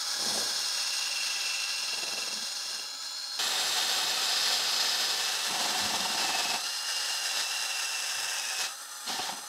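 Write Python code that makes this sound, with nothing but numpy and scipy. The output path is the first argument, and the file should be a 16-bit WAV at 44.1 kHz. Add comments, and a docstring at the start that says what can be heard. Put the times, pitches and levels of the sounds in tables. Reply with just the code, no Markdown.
"""A workshop bench: a cordless drill spins a wire wheel against a steel pipe held in a vice.
First it is held side-on; then an abrupt cut to end-on, pressing hard, chattering, then skimming.
The motor whines and sags under load, the wires scratch and ring the pipe,
and the uneven wheel shakes the bench once a turn."""
import sys
import numpy as np
from scipy import signal
from scipy.fft import rfft, irfft
from scipy.io import wavfile

SR = 44100
rng = np.random.default_rng(int(sys.argv[2]) if len(sys.argv) > 2 else 0)


def pcm_store(signal):
    """Save signal as 16-bit PCM."""
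    levels = np.round(np.clip(np.atleast_2d(signal), -1, 1) * 32767)
    wavfile.write(sys.argv[1], SR, levels.astype(np.int16).T)


N = 418068
TIME = np.arange(N) / SR

# uneven bearing of the wheel: (time [s], throb depth [0-1])
UNEVENNESS = [(.6, 0), (1.1, 0.37), (1.65, 0.1), (2.1, 0.46), (3.3, 0.1), (5.2, 0.14), (6.4, 0.35),
              (7.0, 0), (8.3, 0.28), (8.8, 0)]
# wire bend, side-on: (time [s], bend [0-1])
WIRE_BEND = [(0, 0), (.55, 0.43), (.9, .8), (1.55, 0.99), (2.25, 0.73), (2.55, 0.4), (2.8, 0.65),
             (2.97, 0.2)]
# end-on strokes: (start [s], end [s], release [s], hard-bent wires [dB], tips [dB], gear whine [dB])
END_STROKES = [(3.296, 5.132, 0.18, -29, -48, -46), (5.189, 6.116, 0.15, -33, -35, -45.5),
               (6.165, 6.545, 0.068, -32.5, -34.5, -40), (6.624, 6.86, 0.065, -47, -36.5, -43),
               (6.875, 7.23, 0.13, -44, -34, -41), (7.246, 7.98, 0.092, -48, -33, -40.5),
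               (8.017, 8.654, 0.04, -48, -32.5, -43), (9.063, 9.298, 0.048, -37.5, -42, -54)]


def amp(db):
    """Decibels to gain."""
    return 10 ** (np.asarray(db) / 20)


def unit(x):
    """Scale to rms 1."""
    return x / np.sqrt(np.mean(x ** 2) + 1e-20)


def curve(rows, column=1):
    """Table column, linear in time."""
    rows = np.asarray(rows)
    return np.interp(TIME, rows[:, 0], rows[:, column])


def held(start_s, end_s, release_s, attack_s=0.01):
    """Linear attack, hold, exponential release."""
    attack = np.clip((TIME - start_s) / attack_s, 0, 1)
    return attack * np.exp(-np.clip((TIME - end_s) / release_s, 0, 30))


def bump(at_s, half_s):
    """Gaussian swell."""
    return np.exp(-np.minimum(((TIME - at_s) / half_s) ** 2, 30))


def wander(cutoff_hz):
    """Smooth random drift, rms 1."""
    hz = np.fft.rfftfreq(N // 32, 32 / SR)
    slow = irfft(rfft(rng.standard_normal(N // 32)) / (1 + (hz / cutoff_hz) ** 4))
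    return unit(np.interp(np.arange(N), np.linspace(0, N, len(slow)), slow))


def throb(turns, depth):
    """One swell a turn, constant mean power."""
    depth = np.clip(depth, 0, 1)
    return (1 + depth * np.cos(2 * np.pi * turns)) / np.sqrt(1 + depth ** 2 / 2)


def colour(x, spectrum, peaks=(), size=8192):
    """Minimum-phase filter, unit power gain: broad spectrum plus resonances and notches."""
    hz = np.fft.rfftfreq(size, 1 / SR)
    points_hz, points_db = np.transpose(spectrum)
    db = np.interp(np.log(hz + 1), np.log(points_hz), points_db)
    for centre_hz, width_hz, height_db in peaks:
        db += height_db / (1 + (2 * (hz - centre_hz) / width_hz) ** 2)
    cepstrum = irfft(np.log(amp(db)))
    cepstrum[1:size // 2] *= 2
    cepstrum[size // 2 + 1:] = 0
    response = irfft(np.exp(rfft(cepstrum)))[:size // 2]
    return signal.oaconvolve(x, response / np.linalg.norm(response))[:N]


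def ring(x, hz, width_hz):
    """One mode, unit power gain for white drive."""
    radius = np.exp(-np.pi * width_hz / SR)
    pole = radius * np.exp(2j * np.pi * hz / SR)
    return np.sqrt(2 * (1 - radius ** 2)) * signal.lfilter([1], [1, -pole], x).real


def whine(turns, wheel, side_on):
    """Three raspy motor and gear whines; the lowest grows and throbs with the load."""
    # whine pitches: (order [x motor speed])
    orders = [10, 15, 14.7]
    # upper whines: (time [s], second whine [dB], third whine [dB])
    upper_db = [(0, -58, -68), (1.95, -45, -64), (2.95, -47, -63), (3.1, -43, -54), (3.36, -40, -55),
                (3.42, -47, -54), (5.7, -48, -60), (6.4, -50, -55), (6.75, -49, -44), (7.1, -62, -43.5),
                (7.65, -54, -43), (8.5, -58, -69), (9.48, -56, -67)]
    free_db, full_bend_db = -64, 26
    strain = amp(free_db + full_bend_db * curve(WIRE_BEND) * side_on)
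    for start_s, end_s, release_s, _, _, whine_db in END_STROKES:
        strain = np.maximum(strain, amp(whine_db) * held(start_s, end_s, release_s) * ~side_on)
    strain *= throb(wheel, 1.5 * curve(UNEVENNESS))
    strain *= unit(amp(.9 * wander(18)))
    tones = 0
    for order, level in zip(orders, [strain, amp(curve(upper_db)), amp(curve(upper_db, column=2))]):
        rasp = unit(1 + .38 * wander(140)) * np.exp(.5j * wander(180))
        tones += level * (rasp * np.exp(2j * np.pi * order * turns)).real
    return np.sqrt(2) * tones


def gear_hum(turns, side_on):
    """Faint flickering motor and gear lines, locked to the shaft."""
    # lines: (order [x motor speed], side-on [dB], end-on [dB])
    lines = [(0.982, -72, -75.5), (2.01, -69, -69), (2.974, -64, -58.5), (4.67, -61, -58),
             (4.944, -76, -54.5), (12.12, -54.5, -73), (17.76, -66, -68), (23.9, -68, -77),
             (25, -51.5, -64), (29.6, -70, -56)]
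    hum = 0
    for order, side_db, end_db in lines:
        level = amp(np.where(side_on, side_db, end_db)) * unit(amp(4 * wander(25)))
        hum += level * np.sin(2 * np.pi * order * turns)
    return np.sqrt(2) * hum


def fan(turns, side_on):
    """Rush of fan and gears, pulsing slightly each motor turn."""
    # rush: (time [s], level [dB])
    side_db = [(0, -36.5), (3.0, -42.5), (3.39, -42.5)]
    end_db = [(3.39, -41.5), (9.48, -43)]
    # rush spectra: (frequency [Hz], relative level [dB])
    side_spectrum = [(45.0, -34), (85.0, -25), (250.0, -23.5), (500.0, -17.5), (1000.0, -20.5),
                     (1700.0, -0.5), (2100.0, 0.5), (3200.0, -6.5), (5000.0, -6), (7000.0, -15),
                     (9500.0, -4), (12500.0, -13.5), (15600.0, -17)]
    end_spectrum = [(45.0, -41), (85.0, -27), (250.0, -28), (500.0, -14), (1000.0, -4), (1700.0, 0.0),
                    (2100.0, -14.5), (3200.0, -12), (5000.0, -5.5), (7000.0, -11.5), (9500.0, -6.5),
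                    (12500.0, -9), (15600.0, -22)]
    # resonances, notches: (centre [Hz], width [Hz], height [dB])
    side_peaks = [(580, 69, 5), (866, 470, 19), (1016, 44, 11.5), (1340, 290, 11), (1667, 160, 11.5),
                  (1877, 257, -24.5), (2750, 25, -1), (3370, 77, 7.5), (4067, 250, 16.5), (5120, 740, 17.5),
                  (6820, 960, 16.5), (10450, 500, -17)]
    end_peaks = [(560, 24, 3.7), (822, 39, 9.7), (1218, 28, 13.5), (1373, 19, 4.8), (1818, 71, 10.6),
                 (2430, 58, 9.7), (2900, 91, 2.6), (3440, 58, 17.3), (3920, 680, 6.7), (4970, 150, 9.4),
                 (6100, 390, 15.4), (8000, 1900, 10)]
    air = rng.standard_normal(N) * throb(turns, 0.085) * amp(1.2 * wander(40))
    side = colour(air * side_on * amp(curve(side_db)), side_spectrum, side_peaks)
    end = colour(air * ~side_on * amp(curve(end_db)), end_spectrum, end_peaks)
    return side + end


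def pressing(side_on):
    """Strength of three contacts: side-on wires, end-on wires bent hard, skimming tips."""
    # one long side-on stroke: (time [s], level [dB])
    scrub_db = [(0, -34), (.3, -29.5), (.5, -31), (1.3, -32), (2.0, -34.5), (2.76, -35.5), (2.97, -45.5),
                (3.39, -40)]
    # wires snag and dig in: (time [s], peak [dB])
    snags = [(3.05, -39.5), (5.64, -35), (5.81, -34), (6.66, -38), (7.39, -30.5), (8.63, -32.5),
             (9.11, -34), (9.22, -38)]
    graze_hard_db, graze_tips_db = -50, -64.5  # stray wires between strokes
    snag_power = sum((amp(db) * bump(at_s, half_s=0.046)) ** 2 for at_s, db in snags)
    side_power = amp(curve(scrub_db)) ** 2 + snag_power
    hard_power = amp(graze_hard_db) ** 2 + snag_power
    tips_power = amp(graze_tips_db) ** 2
    for start_s, end_s, release_s, hard_db, tips_db, _ in END_STROKES:
        stroke = held(start_s, end_s, release_s)
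        hard_power += (amp(hard_db) * stroke) ** 2
        tips_power += (amp(tips_db) * stroke) ** 2
    return np.sqrt(side_power) * side_on, np.sqrt(hard_power) * ~side_on, np.sqrt(tips_power) * ~side_on


def wire_clicks(wheel, spread_db, jitter_s, count=600):
    """The same wires strike each turn, each a little early or late."""
    wire = np.floor(wheel * count).astype(int)
    at = np.flatnonzero(np.diff(wire))
    polarity = rng.choice([-1., 1.], count)[wire[at] % count]
    force, delay = rng.standard_normal((len(at), 2)).T
    at = np.clip(at + np.round(delay * jitter_s * SR).astype(int), 0, N - 1)
    return unit(np.bincount(at, polarity * amp(spread_db * force), N))


def scratching(wheel, press):
    """Wires flick across the pipe, harder once a turn; end-on they also ring it and sing."""
    # scratch spectra: (frequency [Hz], relative level [dB])
    side_spectrum = [(45.0, -53), (85.0, -47), (250.0, -20), (500.0, -17.5), (1000.0, -6), (1700.0, -6.5),
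                     (2100.0, -12), (3200.0, 3), (5000.0, -13), (7000.0, -12), (9500.0, -11),
                     (12500.0, -40), (15600.0, -30)]
    hard_spectrum = [(45.0, -45), (85.0, -37), (250.0, -16), (500.0, -6.5), (1000.0, -14.5),
                     (1700.0, -17.5), (2100.0, -6.5), (3200.0, 1.5), (5000.0, -0.75), (7000.0, -5),
                     (9500.0, -17.5), (12500.0, -22), (15600.0, -32)]
    tips_spectrum = [(45.0, -67), (85.0, -34), (250.0, -31.5), (500.0, -16), (1000.0, -11), (1700.0, -11),
                     (2100.0, -23), (3200.0, -4.5), (5000.0, 5), (7000.0, -26), (9500.0, -16),
                     (12500.0, -23.5), (15600.0, -33)]
    # resonances, notches: (centre [Hz], width [Hz], height [dB])
    side_peaks = [(567, 48, 12.5), (820, 48, 9), (1610, 116, 9.5), (1985, 51, 11), (2320, 790, 0.5),
                  (3064, 105, -30), (4320, 310, 9), (5216, 1140, 16.5), (6780, 2500, 15.5),
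                  (7460, 540, -31), (8210, 220, 12), (10570, 870, 12), (13100, 1150, 29)]
    hard_peaks = [(745, 97, 9.5), (906, 220, 10), (1142, 98, 9), (1344, 210, 10.5), (1530, 155, 13),
                  (1762, 190, 16), (1950, 40, 6), (2480, 260, -6), (4210, 250, 6), (5050, 170, 3),
                  (11900, 1200, 8.5), (14715, 132, 8)]
    tips_peaks = [(550, 24, 6), (766, 62, 9.5), (905, 23, 9.5), (1180, 32, -27), (1576, 50, 6),
                  (1886, 540, 12.5), (2300, 170, 6.5), (2810, 155, 10.5), (3860, 130, 7),
                  (4385, 810, -30.5), (6760, 1570, 16), (8050, 960, 10.5), (14714, 150, 8)]
    on_side, on_hard, on_tips = press
    hand_db = .5 * wander(23)
    flicker_db = .59 * wander(24) + .5 * wander(300)
    contact = throb(wheel, .3 * curve(UNEVENNESS)) * unit(amp(hand_db + flicker_db))
    side = wire_clicks(wheel, spread_db=3.5, jitter_s=.0005) * contact * on_side
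    hard = wire_clicks(wheel, spread_db=2.5, jitter_s=.0004) * contact * on_hard
    tips = wire_clicks(wheel, spread_db=6, jitter_s=.0006) * contact * on_tips
    scratch = amp(-1.53) * growl(colour(side, side_spectrum, side_peaks), wheel)
    scratch += amp(-1.24) * colour(hard, hard_spectrum, hard_peaks)
    scratch += amp(-1.65) * colour(tips, tips_spectrum, tips_peaks)
    return scratch + pipe_ring(hard, tips) + singing(wheel, contact * np.hypot(on_hard, on_tips))


def growl(scratch, wheel, straight_db=-15.5, full_bend_db=21):
    """Side-on scratch is hollow at first touch; its middle swells and chops with the load."""
    band = signal.butter(3, [2000, 3150], "bandpass", fs=SR, output="sos")
    middle = signal.sosfiltfilt(band, scratch)
    swell = amp(straight_db + full_bend_db * curve(WIRE_BEND))
    return scratch - middle + middle * swell * throb(wheel, .45 * curve(UNEVENNESS))


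def tuft_drone(wheel, press):
    """Thick tufts pass every turn and hum on wheel harmonics."""
    # harmonics: (order [x wheel speed], gain on side-on contact [dB], gain on hard contact [dB])
    harmonics = [(4, -54, -63), (5, -47.5, -63), (7, -52, -39.5), (8, -75, -45.5), (10, -55, -42),
                 (12, -58, -34), (14, -73, -46)]
    on_side, on_hard, _ = press
    hum = 0
    for order, side_db, hard_db in harmonics:
        level = (on_side * amp(side_db) + on_hard * amp(hard_db)) * amp(1.5 * wander(6.8))
        hum += level * np.sin(2 * np.pi * order * wheel + 0.73 * wander(6.9))
    return hum


def shaking(wheel, side_on, press, smooth_rattle_db=-32):
    """The bouncing wheel rattles vice and bench; at times it chatters, knocking once a turn, with some knocks
    much louder."""
    # chatter bouts: (start [s], end [s], rise [s], release [s], rattle [dB], knock [dB])
    chatters = [(0.115, 0.376, 0.19, 0.12, -40.5, -50), (1.3, 1.44, .12, 0.036, -57.5, -56),
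                (1.78, 2.23, 0.28, 0.14, -49.5, -43), (2.6, 2.83, 0.13, 0.073, -56, -64),
                (3.38, 4.15, 0.017, 0.11, -47, -63), (5.477, 6.563, 0.032, .03, -40, -37.5),
                (8.1, 8.3, .1, .15, -56, -54), (9.062, 9.326, 0.024, 0.12, -45, -41.5)]
    # the loudest knocks, same blow as the rest: (time [s], relative peak [dB])
    loud_knocks = [(5.51, -27), (5.606, -20), (5.659, -20), (5.756, -22), (5.936, -19), (6.229, -25),
                   (6.356, -21), (6.543, -20), (9.102, -21), (9.196, -19.5), (9.293, -22)]
    # bench spectra: (frequency [Hz], relative level [dB])
    side_spectrum = [(45.0, -54), (90.0, -13), (190.0, -11.5), (400.0, 1), (900.0, 0.5), (1600.0, -16.5),
                     (3000.0, -12), (15600.0, -61)]
    end_spectrum = [(45.0, -33), (90.0, -21.5), (190.0, -9), (400.0, -5), (900.0, 8), (1600.0, -14.5),
                    (3000.0, -11.5), (15600.0, -66)]
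    # resonances, notches: (centre [Hz], width [Hz], height [dB])
    side_peaks = [(212, 42, 10), (885, 47, -3), (1154, 22, -24)]
    end_peaks = [(484, 30, -35), (632, 41, -21), (752, 78, 6.5), (915, 123, 16.5), (920, 260, -20.5)]
    bounce = unit(throb(wheel, .75 * curve(UNEVENNESS)) * amp(0.44 * wander(40)))
    shake = amp(smooth_rattle_db) * np.linalg.norm(press, axis=0)
    knocking = 0
    for start_s, end_s, rise_s, release_s, rattle_db, knock_db in chatters:
        bout = held(start_s, end_s, release_s, rise_s)
        shake = np.hypot(shake, amp(rattle_db) * bout)
        knocking += amp(knock_db) * bout
    loud_knocking = amp(-13) * sum(amp(db) * bump(at_s, half_s=0.0084) for at_s, db in loud_knocks)
    force = np.linalg.norm([bounce * shake, knocking * knocks(wheel), loud_knocking], axis=0)
    blows = wire_clicks(wheel, spread_db=5, jitter_s=0.002102, count=160) * force
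    side = colour(blows * side_on, side_spectrum, side_peaks)
    end = colour(blows * ~side_on, end_spectrum, end_peaks)
    return side + end + sizzle(wheel, shake * side_on)


def sizzle(wheel, shake):
    """Wires flick free as the wheel bounces."""
    # sizzle spectrum: (frequency [Hz], relative level [dB])
    spectrum = [(2000, -35), (6000, -25), (8500, 7), (11000, 10), (13500, -13), (15600, -11)]
    flicks = wire_clicks(wheel, spread_db=4.5, jitter_s=.0005)
    return amp(-5) * colour(flicks * shake, spectrum)


def knocks(wheel, half_s=0.0082, spread_db=2.3):
    """Force envelope: the rim's high spot strikes once a turn, with random strength."""
    turn = np.round(wheel).astype(int)
    offset_s = (wheel - turn) / np.gradient(wheel) / SR
    force = amp(spread_db * rng.standard_normal(256))
    return force[turn % len(force)] * np.exp(-(offset_s / half_s) ** 2)


def bench_thuds(width_hz=44):
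    """Dull thuds of the bench: swells of low narrow-band noise."""
    # thuds: (time [s], peak [dB], half length [s], frequency [Hz])
    thuds = [(.36, -58.5, 0.09, 125), (.34, -49.5, 0.11, 201), (2.376, -53.5, 0.073, 209),
             (5.51, -44, .025, 192), (5.84, -50, 0.032, 79), (5.95, -46, 0.18, 207), (5.99, -61, 0.089, 85),
             (8.216, -68, 0.086, 111), (9.118, -46.5, 0.034, 241), (9.34, -52, .03, 205)]
    sound = 0
    for at_s, db, half_s, hz in thuds:
        boom = ring(rng.standard_normal(N), hz, width_hz)
        boom = unit(ring(boom, hz, width_hz))
        sound += amp(db) * bump(at_s, half_s) * boom
    return sound


def pipe_ring(hard, tips):
    """End-on wire strikes drive the pipe's sharp modes."""
    # modes: (frequency [Hz], width [Hz], gain on hard wires [dB], gain on tips [dB])
    modes = [(3653, 48, -18.5, -39), (7355, 60, -18, -34), (10295, 55, -25, -20), (14622, 60, -34, -34)]
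    # how freely the pipe rings under hard wires: (time [s], gain [dB])
    freedom_db = [(3.39, 5.5), (5.2, -0.5), (5.6, 1), (9.48, -11)]
    push = hard * amp(curve(freedom_db))
    return sum(ring(push * amp(hard_db) + tips * amp(tips_db), hz, width_hz)
               for hz, width_hz, hard_db, tips_db in modes)


def singing(wheel, contact):
    """Wire ends sing near 5 kHz as they bite."""
    # bite: (time [s], gain on contact [dB])
    bite_db = [(3.9, -15), (4.3, -6), (5.1, -6), (5.35, -16), (6.55, -7.5), (6.7, -3.5), (7.6, -10),
               (8.6, -14.5)]
    clicks = wire_clicks(wheel, spread_db=3, jitter_s=.0005)
    broad = ring(clicks, hz=4520, width_hz=730)
    return unit(ring(broad, hz=5090, width_hz=280)) * contact * amp(curve(bite_db))


def scene():
    """The motor turns the wheel through its gears; same sound on both channels."""
    # motor speed, sagging under load: (time [s], speed [turns/s])
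    side_speed = [(0.0, 281.0), (0.55, 281.0), (0.8, 273.0), (1.05, 276.2), (1.38, 268.8), (1.65, 271.8),
                  (1.85, 274.5), (2.12, 271.0), (2.4, 275.2), (2.88, 278.2), (3.18, 283.5), (3.38, 283.0)]
    end_speed = [(3.39, 257.2), (5.03, 257.5), (5.52, 268.0), (6.12, 269.0), (6.33, 260.0), (6.56, 261.8),
                 (6.68, 281.0), (7.16, 282.8), (7.43, 266.8), (7.56, 276.2), (7.7, 272.2), (8.27, 267.0),
                 (8.4, 258.0), (8.65, 256.0), (8.8, 280.5), (9.0, 284.0), (9.28, 272.0), (9.48, 282.0)]
    # part of the rim that bears hardest: (time [s], angle [turns])
    high_spot = [(1.3, .68), (1.75, .45), (2.4, .66), (2.8, .46), (5.6, .7), (6.5, .82), (7.7, 1.05),
                 (8.4, 1.1), (9.2, 1.57)]
    cut_s, gear_ratio = 3.39, 13.17
    side_on = TIME < cut_s
    turns = np.cumsum(curve(side_speed + end_speed)) / SR
    wheel = turns / gear_ratio - curve(high_spot)  # [turns]
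    shaft = turns + 0.011 * wander(26)  # gear play
    press = pressing(side_on)
    mono = whine(shaft, wheel, side_on) + gear_hum(shaft, side_on) + fan(shaft, side_on)
    mono += scratching(wheel, press) + tuft_drone(wheel, press)
    mono += shaking(wheel, side_on, press) + bench_thuds()
    return np.array([mono, mono])


def record(dry):
    """The microphone thins the deep bass; then a steep band limit."""
    low_hz, high_hz = 52, 15750
    thin = signal.sosfilt(signal.butter(4, low_hz, "highpass", fs=SR, output="sos"), dry)
    lowpass = signal.firwin(1023, high_hz, window=("kaiser", 9), fs=SR)
    return signal.oaconvolve(thin, lowpass[None], "same")


dry = scene()
out = record(dry)
pcm_store(out)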